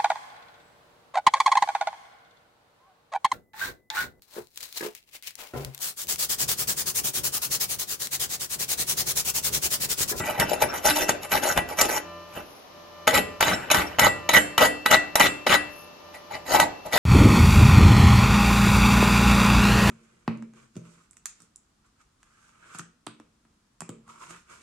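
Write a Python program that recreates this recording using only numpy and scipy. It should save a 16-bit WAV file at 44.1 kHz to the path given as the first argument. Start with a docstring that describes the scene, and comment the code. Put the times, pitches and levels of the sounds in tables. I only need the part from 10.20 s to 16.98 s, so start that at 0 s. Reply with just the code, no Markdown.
"""A small workshop with a humming fan, where a steel hand tool scrubs slag (a brittle crust) off a weld.
First the tool rubs flat, to and fro; then its tip is jabbed along the weld, knocking and scraping;
last its edge is pressed in. A scrape is thousands of tiny clicks as the steel catches and lets go.
They shake the tool and the welded plate, which is clamped in a vise. Touching muffles the steel,
so it rings longest when the tool slips off. All of it is heard from close by, in stereo."""
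import sys
import numpy as np
from scipy import signal
from scipy.fft import rfft, irfft, next_fast_len
from scipy.io import wavfile
from scipy.ndimage import uniform_filter1d

SR = 44100
rng = np.random.default_rng(int(sys.argv[2]) if len(sys.argv) > 2 else 0)


def pcm_store(signal):
    """Save signal as 16-bit PCM."""
    levels = np.round(np.clip(np.atleast_2d(signal), -1, 1) * 32767)
    wavfile.write(sys.argv[1], SR, levels.astype(np.int16).T)


N = 298998
TIME = np.arange(N) / SR
HZ = np.fft.rfftfreq(N, 1 / SR)
SIDES = np.array([[.5], [-.5]])  # splits a difference between left and right

# Levels in all tables are relative. A spectrum says how strong each frequency is.
# spectrum of crumbling slag: f/Hz, level/dB
GRIT_SPECTRUM = [(2500, -7), (4300, -1.5), (6000, 3.5), (8000, -6.5), (10000, 1), (12500, 2.5),
                 (14000, -5.5), (15000, -16), (16000, -36)]
# spectrum of the tip rasping on the weld: f/Hz, level/dB
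TIP_SPECTRUM = [(190, -19.5), (270, -5.5), (370, -6.5), (520, -0.5), (850, 1), (1050, -4), (1500, 0.5),
                (2200, -1), (3400, -4.5), (4500, -9), (7000, -24.5)]
# Modes are the tones an object rings at. Those of the plate and vise:
# f/Hz, level/dB, time to fade freely by 60 dB/s, left minus right/dB, left phase lead/rad
PLATE_MODES = [(298, 14, .5, 0, -.7), (2681, 19, 1.2, 5, .3), (3085, 7, .6, 1, .9), (4409, 6, 1, 1, -1.5),
               (191, 1, .08, 0, 0), (250, 5, .05, 0, 0), (540, 4, .05, 0, .5), (1158, 5, .08, 0, 0),
               (470, 5, .06, -2, .6), (372, 7, .12, 1, -.5), (620, 7, .05, 1, -.7), (838, 9, .05, -1, -1.5),
               (923, 9, .09, -3, -1.5), (1278, 8, .06, 0, .9), (1348, 8, .1, -2, 2.5),
               (1440, 6, .06, -1, -2.8), (1520, 4, .08, 0, 1), (2965, 7, .04, 1, .9), (3552, 2, .04, 2, .1),
               (5778, 3, .04, 2, -.4), (10938, 5, .12, 0, .1), (11372, 9, .18, 0, 0), (12080, 5, .06, 0, 0)]
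# modes of the hand tool: same columns
HAND_TOOL_MODES = [(1957, 21, .3, 1, .6), (7429, 26, .33, 1, -2.1), (7958, 25, .27, 0, -3),
                   (8916, 16, .26, 0, 2.9), (9622, 23, .3, 0, 1.9), (14190, 13, .26, 1, -2),
                   (3922, 12, .1, 0, 1.2), (6642, 12, .04, 2, -1.5), (7052, 9, .06, 2, -1.8),
                   (8630, 13, .025, 0, 3.1)]


def amp(db):
    """Turns decibels into a factor to multiply by."""
    return 10 ** (np.asarray(db) / 20)


def unit(x):
    """Scales a signal to an average strength (rms) of one."""
    return x / np.sqrt(np.mean(x ** 2) + 1e-20)


def look_up(points, hz):
    """Reads between the rows of a (frequency, value) table, on a log frequency axis."""
    f, value = np.transpose(points)
    return np.interp(np.log(hz + 1), np.log(f + 1), value)


def colour(x, spectrum):
    """Filters a signal by a spectrum and scales it to strength one."""
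    size = next_fast_len(N, True)
    gain = amp(look_up(spectrum, np.fft.rfftfreq(size, 1 / SR)))
    return unit(irfft(rfft(x, size) * gain, size)[:N])


def wander(rate_hz):
    """A smooth random curve that wiggles up to about the given rate."""
    size = next_fast_len(N, True)
    smoothing = 1 + (np.fft.rfftfreq(size, 1 / SR) / rate_hz) ** 4
    return unit(irfft(rfft(rng.standard_normal(size)) / smoothing, size)[:N])


def stereo(left, right):
    """Gives two spectra the small differences in timing and level between left and right."""
    # how far the left wave runs ahead: f/Hz, phase/rad
    phase_lead = [(100, 0), (400, 1.1), (850, -1), (1800, -0.9), (3000, 0.1), (4500, -1.7), (5800, 2.6),
                  (7500, 0), (9400, -5), (10800, -8.5), (13500, -4.5), (14600, -15)]
    # how much louder the left is: f/Hz, level/dB
    balance = [(100, -.5), (1000, .5), (2200, 1.5), (4200, 4), (6500, 5.5), (8000, -1)]
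    half = amp(look_up(balance, HZ) / 2) * np.exp(.5j * look_up(phase_lead, HZ))
    return np.array([left * half, right / half])


def diffuse(common, other):
    """Stereo spectra of sound from all around: partly alike on both sides, partly not."""
    # how unlike the sides are: f/Hz, share from 0 to 1
    unlike = [(100, 0.12), (300, 0.7), (900, 1), (4000, 1), (7000, 0.6), (12000, 0.4)]
    apart = np.clip(look_up(unlike, HZ), 0, 1) / 2
    common = rfft(common, N) * np.sqrt(1 - apart)
    other = rfft(other, N) * np.sqrt(apart)
    return stereo(common + other, common - other)


def fan(hum_db=-1, air_db=-48.5, waver=0.0017, flutter_db=-4.5):
    """Blades and motor hum, wavering a little, over a soft rush of air."""
    # blade and motor tones: f/Hz, level/dB
    hum_tones = [(86.1, -62.5), (172.3, -63.5), (339.1, -62.5), (592.2, -52.5), (678.3, -70), (1017, -59),
                 (1190, -55), (1357, -64.5), (1782, -62.5), (2379, -68), (2972, -64.5), (4081, -73)]
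    # spectrum of the moving air: f/Hz, level/dB
    air_spectrum = [(15, -35), (30, -15), (80, -21), (250, -9), (600, -6.5), (1100, -8.5), (1600, -17.5),
                    (3000, -18), (6000, -21.5), (8000, -40), (13000, -29), (16000, -54)]
    clock = np.cumsum(1 + waver * wander(rate_hz=6.05)) / SR
    hum = sum(amp(db) * np.sqrt(2) * np.sin(2 * np.pi * (hz * clock + rng.random()))
              for hz, db in hum_tones)
    rushes = [colour(rng.standard_normal(N), air_spectrum) for _ in range(2)]
    air = irfft(diffuse(*rushes), N)
    return amp(hum_db + flutter_db * wander(rate_hz=3.9)) * hum + amp(air_db) * unit(air)


def workshop(near_db=-5, far_db=-8.0, near_fade_s=.019, build_up_s=0.0045):
    """The echo as a filter: quick reflections off bench and vise, then the tail of the room."""
    # length of the room's echo: f/Hz, time to fade by 60 dB/s
    fade_times = [(80, 0.92), (300, 0.54), (1000, 0.47), (4000, 0.43), (12000, 0.18)]
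    # spectrum of the reflections: f/Hz, level/dB
    echo_spectrum = [(80, -8), (400, 2.5), (1500, -3.5), (4000, -11), (7000, -7.5), (14000, -49)]
    t = TIME[:SR]
    near = rng.standard_normal((2, SR)) * amp(-60 * t / near_fade_s)
    hz, age, bands = signal.stft(rng.standard_normal((2, SR)), SR, nperseg=256)
    bands *= amp(-60 * age / look_up(fade_times, hz)[:, None])
    far = signal.istft(bands, SR)[1][:, :SR] * (1 - np.exp(-t / build_up_s))
    echo = amp(near_db) * near / np.linalg.norm(near[0]) + amp(far_db) * far / np.linalg.norm(far[0])
    return diffuse(*echo) * amp(look_up(echo_spectrum, HZ))


def rustles(unsteady_db=2):
    """The tool is turned in the hand, making faint swells of hiss."""
    # turns of the tool: t/s, length/s, level/dB
    turns = [(2.167, 0.33, -59.5), (5.48, 0.21, -54)]
    # spectrum of the hiss: f/Hz, level/dB
    hiss_spectrum = [(3000, -17), (6000, 0), (8300, -36), (10500, 5), (13500, -7), (15500, -30)]
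    swells = sum(amp(db) * np.sin(np.pi * np.clip((TIME - start) / length, 0, 1))
                 for start, length, db in turns)
    flicker = amp(unsteady_db * wander(rate_hz=38))
    hiss = rfft(swells * flicker * colour(rng.standard_normal(N), hiss_spectrum))
    return irfft(stereo(hiss, hiss), N)


def squeaks(unsteady=0.018):
    """Steel sticks and slips on steel so fast that it whistles, at an unsteady pitch."""
    # brief whistles: t/s, length/s, f/Hz, level/dB
    whistles = [(.235, 0.026, 5480, -32), (0.503, 0.035, 5510, -32), (0.742, 0.024, 5470, -32),
                (0.802, 0.055, 5750, -53), (3.342, 0.024, 5500, -27), (3.676, 0.025, 5480, -37)]
    drift = 1 + unsteady * wander(rate_hz=160)
    out = np.zeros(N)
    for start, length, hz, db in whistles:
        swell = np.cos(np.pi * np.clip((TIME - start) / length, -.5, .5))
        out += amp(db) * swell * np.sin(2 * np.pi * hz * np.cumsum(drift) / SR)
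    return out


def free_ring(hz, fade_s, balance_db, lead):
    """One second of a single mode dying away untouched, in stereo."""
    t = TIME[:SR]
    return amp(SIDES * balance_db - 60 * t / fade_s) * np.cos(2 * np.pi * hz * t + SIDES * lead)


def slipping_off(plate_db=-3, vise_db=4, rise_s=.006):
    """Once the tool slips off the weld, the long-lasting modes ring on freely."""
    # slips: t/s, tool's clang/dB, tool's high zing/dB, ring of plate and vise/dB
    slips = [(0.005, -27.5, -39, -53), (0.705, -45, -29, -29.5), (0.831, -49, -41, -43),
             (1.385, -28, -53, -71), (1.76, -60, -54, -46), (2.985, -23.5, -34, -48.5),
             (3.339, -36, -37, -67), (3.62, -35, -48, -67), (3.881, -19.5, -35.5, -38),
             (4.18, -21.5, -25, -32.5), (4.463, -19.5, -33.5, -30.5), (4.756, -15.5, -38.5, -34.5),
             (5.07, -28.5, -34, -35), (5.356, -20, -37, -35.5), (6.408, -26, -40, -37)]
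    out = np.zeros((2, N + SR))
    swell = 1 - np.exp(-TIME[:SR] / rise_s)
    for start, clang_db, zing_db, ring_db in slips:
        first = round(start * SR)
        tool_levels = [(2000, clang_db), (7400, zing_db)]
        plate_levels = [(300, ring_db + vise_db), (2700, ring_db + plate_db)]
        for modes, levels in (HAND_TOOL_MODES, tool_levels), (PLATE_MODES, plate_levels):
            for hz, db, fade_s, *place in modes:
                if fade_s > .25:
                    # each mode is set against the strongest within 3/4 of an octave
                    strongest_db = max(level for f, level, *_ in modes if abs(np.log2(f / hz)) < .75)
                    gain = amp(look_up(levels, hz) + db - strongest_db)
                    out[:, first:first + SR] += gain * swell * free_ring(hz, fade_s, *place)
    return out[:, :N]


def muffled_ring(modes, loss_per_s):
    """Modes as a stereo filter; touching adds a loss that makes each one weaker and shorter."""
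    out = np.zeros((2, len(HZ)), complex)
    for hz, db, fade_s, balance_db, lead in modes:
        own_loss = np.log(1000) / fade_s
        peak = own_loss / (own_loss + loss_per_s + 1j * np.pi * (HZ - hz ** 2 / (HZ + 1)))
        out += amp(db + SIDES * balance_db) * np.exp(1j * SIDES * lead) * peak
    return out


def steel(force, surroundings, tool_db, loss_per_s):
    """Turns a contact force into sound by letting it shake the tool and its surroundings."""
    response = irfft(surroundings + amp(tool_db) * muffled_ring(HAND_TOOL_MODES, loss_per_s), N)
    early = 64  # samples: the response begins just before time zero
    response = np.roll(response, early, axis=1)[:, :SR]
    return signal.fftconvolve(force, response, axes=1)[:, early:early + N]


def knocks(body_db=-1.5, crack_db=4, rise_s=.0005, body_s=.0048, crack_s=.003):
    """Each blow crushes slag for a few milliseconds; its high crack dies before its body."""
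    # the tool strikes the weld: t/s, level/dB, treble compared with that level/dB
    blows = [(0.198, -16.5, 4.5), (0.892, -13.5, -1), (1.117, -21, -3), (1.375, -12.5, -5.5),
             (1.587, -18.5, -10), (1.613, -16, 8.5), (2.876, -7, -7.5), (3.208, -13, -2),
             (3.226, -8.5, -11), (3.281, -12, -16), (3.513, -8.5, -1), (3.545, -13, -2), (3.794, -8, 0),
             (4.091, -9, -8.5), (4.133, -19, -5), (4.379, -8, -8), (4.66, -7.5, -10), (4.711, -11.5, -1.5),
             (4.955, -10, -0.5), (4.997, -17.5, 4), (5.267, -11.5, -27), (6.399, -10, -3)]
    body, crack = np.zeros((2, N))
    for start, db, treble_db in blows:
        first = round(start * SR)
        age = TIME[first:] - TIME[first]
        blow = amp(db) * (1 - np.exp(-age / rise_s))
        body[first:] += blow * np.exp(-age / body_s)
        crack[first:] += blow * amp(treble_db) * np.exp(-age / crack_s)
    body *= colour(rng.standard_normal(N), TIP_SPECTRUM)
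    crack *= colour(rng.standard_normal(N), GRIT_SPECTRUM)
    return amp(body_db) * body + amp(crack_db) * crack


def catches(spectrum, per_s, spread_db, patchy_db):
    """Edges catch and let go: a stream of unequal clicks whose tone shifts as the contact moves."""
    sizes = amp(spread_db * np.minimum(rng.exponential(1, N), 4)) * rng.choice([-1, 1], N)
    clicks = sizes * (rng.random(N) < per_s / SR)
    bands = signal.stft(clicks, nperseg=512)[2]
    patches = uniform_filter1d(rng.standard_normal(bands.shape), size=6, axis=0)  # blur over frequency
    patches = unit(uniform_filter1d(patches, size=5, axis=1))  # and over time
    return colour(signal.istft(bands * amp(patchy_db * patches))[1][:N], spectrum)


STROKE_TIMES = TIME[::32]  # a coarser clock, enough for the rise and fall of a stroke


def stroke(start, length, db, swell_db, grit_db, rumble_db, attack_s, release_s):
    """Strength of rasp, grit and rumble in one stroke: it sets in, swells or sags, then dies away."""
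    wear_db = -4.5  # loose slag wears off along the stroke
    shudder_s = 0.015  # the bench shakes on a little longer
    age = STROKE_TIMES - start
    along = np.clip(age / length, 0, 1) - .5
    after = np.maximum(age - length, 0)
    held = amp(db + swell_db * along) * np.exp(np.minimum(age, 0) / attack_s)
    rasp = held * np.exp(-after / release_s)
    grit = rasp * amp(grit_db + wear_db * along)
    rumble = held * amp(rumble_db) * np.exp(-after / (release_s + shudder_s))
    return np.array([rasp, grit, rumble])


def scraping(strokes, spectrum, rasp_db, grit_db, rumble_db, chatter_db=2, crumble_db=2):
    """Friction force: steel rasps, slag crumbles, the bench shakes; weld ripples make it all chatter."""
    # spectrum of the shaking bench: f/Hz, level/dB
    bench_spectrum = [(15, -38), (35, -6), (70, 5), (95, 2.5), (130, 3.5), (250, -2.5), (330, -1),
                      (430, -5), (700, -40)]
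    strengths = np.linalg.norm(strokes, axis=0)  # overlapping strokes add in power
    rasp, grit, rumble = (np.interp(TIME, STROKE_TIMES, strength) for strength in strengths)
    darting = 1 + .56 * SIDES * wander(rate_hz=200)  # the contact darts left and right
    crumble = unit(amp(crumble_db * wander(rate_hz=600)))
    rasp = rasp * darting * catches(spectrum, per_s=5000, spread_db=2.5, patchy_db=4)
    grit = grit * crumble * catches(GRIT_SPECTRUM, per_s=2400, spread_db=2.0, patchy_db=4.5)
    rumble = rumble * colour(rng.standard_normal(N), bench_spectrum)
    chatter = unit(amp(chatter_db * wander(rate_hz=375)))
    return (amp(rasp_db) * rasp + amp(grit_db) * grit + amp(rumble_db) * rumble) * chatter


def rubbing(push_swell_db=-1.5, pull_swell_db=2):
    """The tool lies flat: pushes that lose force and pulls that gain it, over a light drag."""
    # spectrum of the flat side rasping: f/Hz, level/dB
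    flat_spectrum = [(190, -31), (270, -8), (370, -3), (520, -2.5), (850, 0.5), (1050, -13), (1500, -1.5),
                     (2050, -7.5), (2450, -2), (3400, -13.5), (4500, -20), (7000, -53)]
    # hard pushes, about four a second: t/s, length/s, level/dB, grit/dB, rumble/dB
    # (grit and rumble are compared with the level)
    pushes = [(-0.03, 0.029, -21, -10, -0.5), (0.199, 0.028, -21, -9.5, -1),
              (0.425, 0.0099, -18.5, -1.5, -5), (0.658, 0.052, -19.5, 0.5, -11),
              (0.896, 0.011, -20, -6.5, -5.5), (1.123, 0.054, -22.5, -1, -7),
              (1.369, 0.025, -23.5, -12, -2), (1.588, 0.066, -21.5, -4, -11)]
    # a lighter pull after each push: same columns
    pulls = [(0.062, 0.055, -29.5, -4.5, -24), (0.294, 0.052, -32.5, -1.5, -9),
             (0.542, 0.046, -31, -2.5, -12), (0.76, 0.073, -26.5, 1, -21), (1.033, 0.018, -31.5, -4.5, -24),
             (1.232, 0.094, -26, -0.5, -25), (1.489, 0.05, -36.5, -5.5, -31),
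             (1.693, 0.087, -27.5, 0.5, -17)]
    # the tool trails over the plate: t/s, length/s, level/dB, swell/dB, grit/dB, rumble/dB
    drags = [(0, 0.53, -35, 0.5, -14, -6), (0.647, 0.33, -36.5, -6, -18, -11),
             (1.12, 0.74, -63, 14, -26, -13), (2.142, 0.03, -39, 14, -8, -2.5),
             (3.346, 0.21, -38.5, -5, -18, -5), (3.627, .14, -38, -13, -13, -7)]
    strokes = [stroke(start, length, db, push_swell_db, grit, rumble, attack_s=.0085, release_s=.0096)
               for start, length, db, grit, rumble in pushes]
    strokes += [stroke(start, length, db, pull_swell_db, grit, rumble, attack_s=.0086, release_s=.0086)
                for start, length, db, grit, rumble in pulls]
    strokes += [stroke(*drag, attack_s=.028, release_s=.024) for drag in drags]
    return scraping(strokes, flat_spectrum, rasp_db=-3.5, grit_db=0.5, rumble_db=-7, chatter_db=2.36)


def pressing():
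    """The edge is leant on the weld in single scrapes."""
    # spectrum of the edge rasping: f/Hz, level/dB
    edge_spectrum = [(190, -18), (280, -6), (400, -8.5), (600, -1), (850, 5), (1100, -13.5), (1500, -7),
                     (2200, -6.5), (3400, -16), (4500, -8.5), (7000, -33)]
    # scrapes: t/s, length/s, level/dB, swell/dB, grit/dB, rumble/dB
    presses = [(5.944, 0.0068, -41.5, 5, -9.5, -16), (6.113, 0.044, -33, 6, -20, -14),
               (6.267, 0.087, -23.5, 25, -9, -17.5), (6.396, .032, -19.5, 2, -13.5, -13.5),
               (6.662, 0.0074, -33.5, -3, -14, -10), (6.734, 0.06, -16, 1.5, -11, -19.5)]
    strokes = [stroke(*press, attack_s=.0064, release_s=.017) for press in presses]
    return scraping(strokes, edge_spectrum, rasp_db=-3.5, grit_db=1.5, rumble_db=-3)


def jabbing():
    """The tip lands and skids with fading force until the arm makes it bite into the weld."""
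    # jabs: t/s, skid length/s, skid level/dB,
    # then for the bite: length/s, level/dB, swell/dB, grit/dB, rumble/dB
    jabs = [(2.871, 0.068, -21, 0.044, -14, 0.5, -8.5, -8), (3.205, 0.067, -20.5, 0.065, -22, 1.5, -11, -4),
            (3.502, 0.042, -20, .08, -20.5, -8.5, -8.5, -3),
            (3.786, 0.029, -19.5, 0.056, -13, 3.5, -11.5, -8),
            (4.09, 0.047, -22.5, 0.045, -12.5, -1, -9.5, -10.5),
            (4.379, 0.032, -17.5, 0.048, -13, -1.5, -10, -13.5),
            (4.657, 0.052, -28.5, 0.036, -12.5, 8.5, -11, -14.5),
            (4.954, 0.049, -26, 0.066, -14, -3.5, -10, -11.5),
            (5.266, 0.027, -19.5, 0.055, -13.5, 7.5, -11.5, -17)]
    strokes = []
    for start, skid_s, skid_db, *bite in jabs:
        strokes.append(stroke(start, skid_s, skid_db, swell_db=-5, grit_db=-12, rumble_db=-12.5,
                              attack_s=.0004, release_s=.005))
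        strokes.append(stroke(start + skid_s, *bite, attack_s=.0032, release_s=.01))
    return scraping(strokes, TIP_SPECTRUM, rasp_db=-4, grit_db=-1.0, rumble_db=-7.5)


def scene(direct_db=-3.0, plate_db=-1):
    """All strokes sound through steel and room, over the fan; the tool is most muffled lying flat."""
    direct = amp(direct_db) * stereo(0.81, 0.88)
    plate = amp(plate_db) * muffled_ring(PLATE_MODES, loss_per_s=11.5)
    surroundings = direct + plate + workshop()
    flat = steel(rubbing(), surroundings, tool_db=-5.5, loss_per_s=28)
    edge = steel(pressing(), surroundings, tool_db=-.5, loss_per_s=22)
    tip = steel(jabbing() + knocks() + squeaks(), surroundings, tool_db=-.5, loss_per_s=24)
    return flat + edge + tip + slipping_off() + rustles() + fan()


def record(dry):
    """Rounds off the highest peaks and cuts the very top of the treble."""
    knee, top_hz = .6, 15900  # rounding starts at the knee
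    excess = np.maximum(abs(dry) - knee, 0)
    rounded = np.clip(dry, -knee, knee) + np.sign(dry) * (1 - knee) * np.tanh(excess / (1 - knee))
    low_pass = signal.firwin(127, top_hz, window=("kaiser", 9), fs=SR)
    return signal.oaconvolve(rounded, low_pass[None], "same")


dry = scene()
out = record(dry)
pcm_store(out)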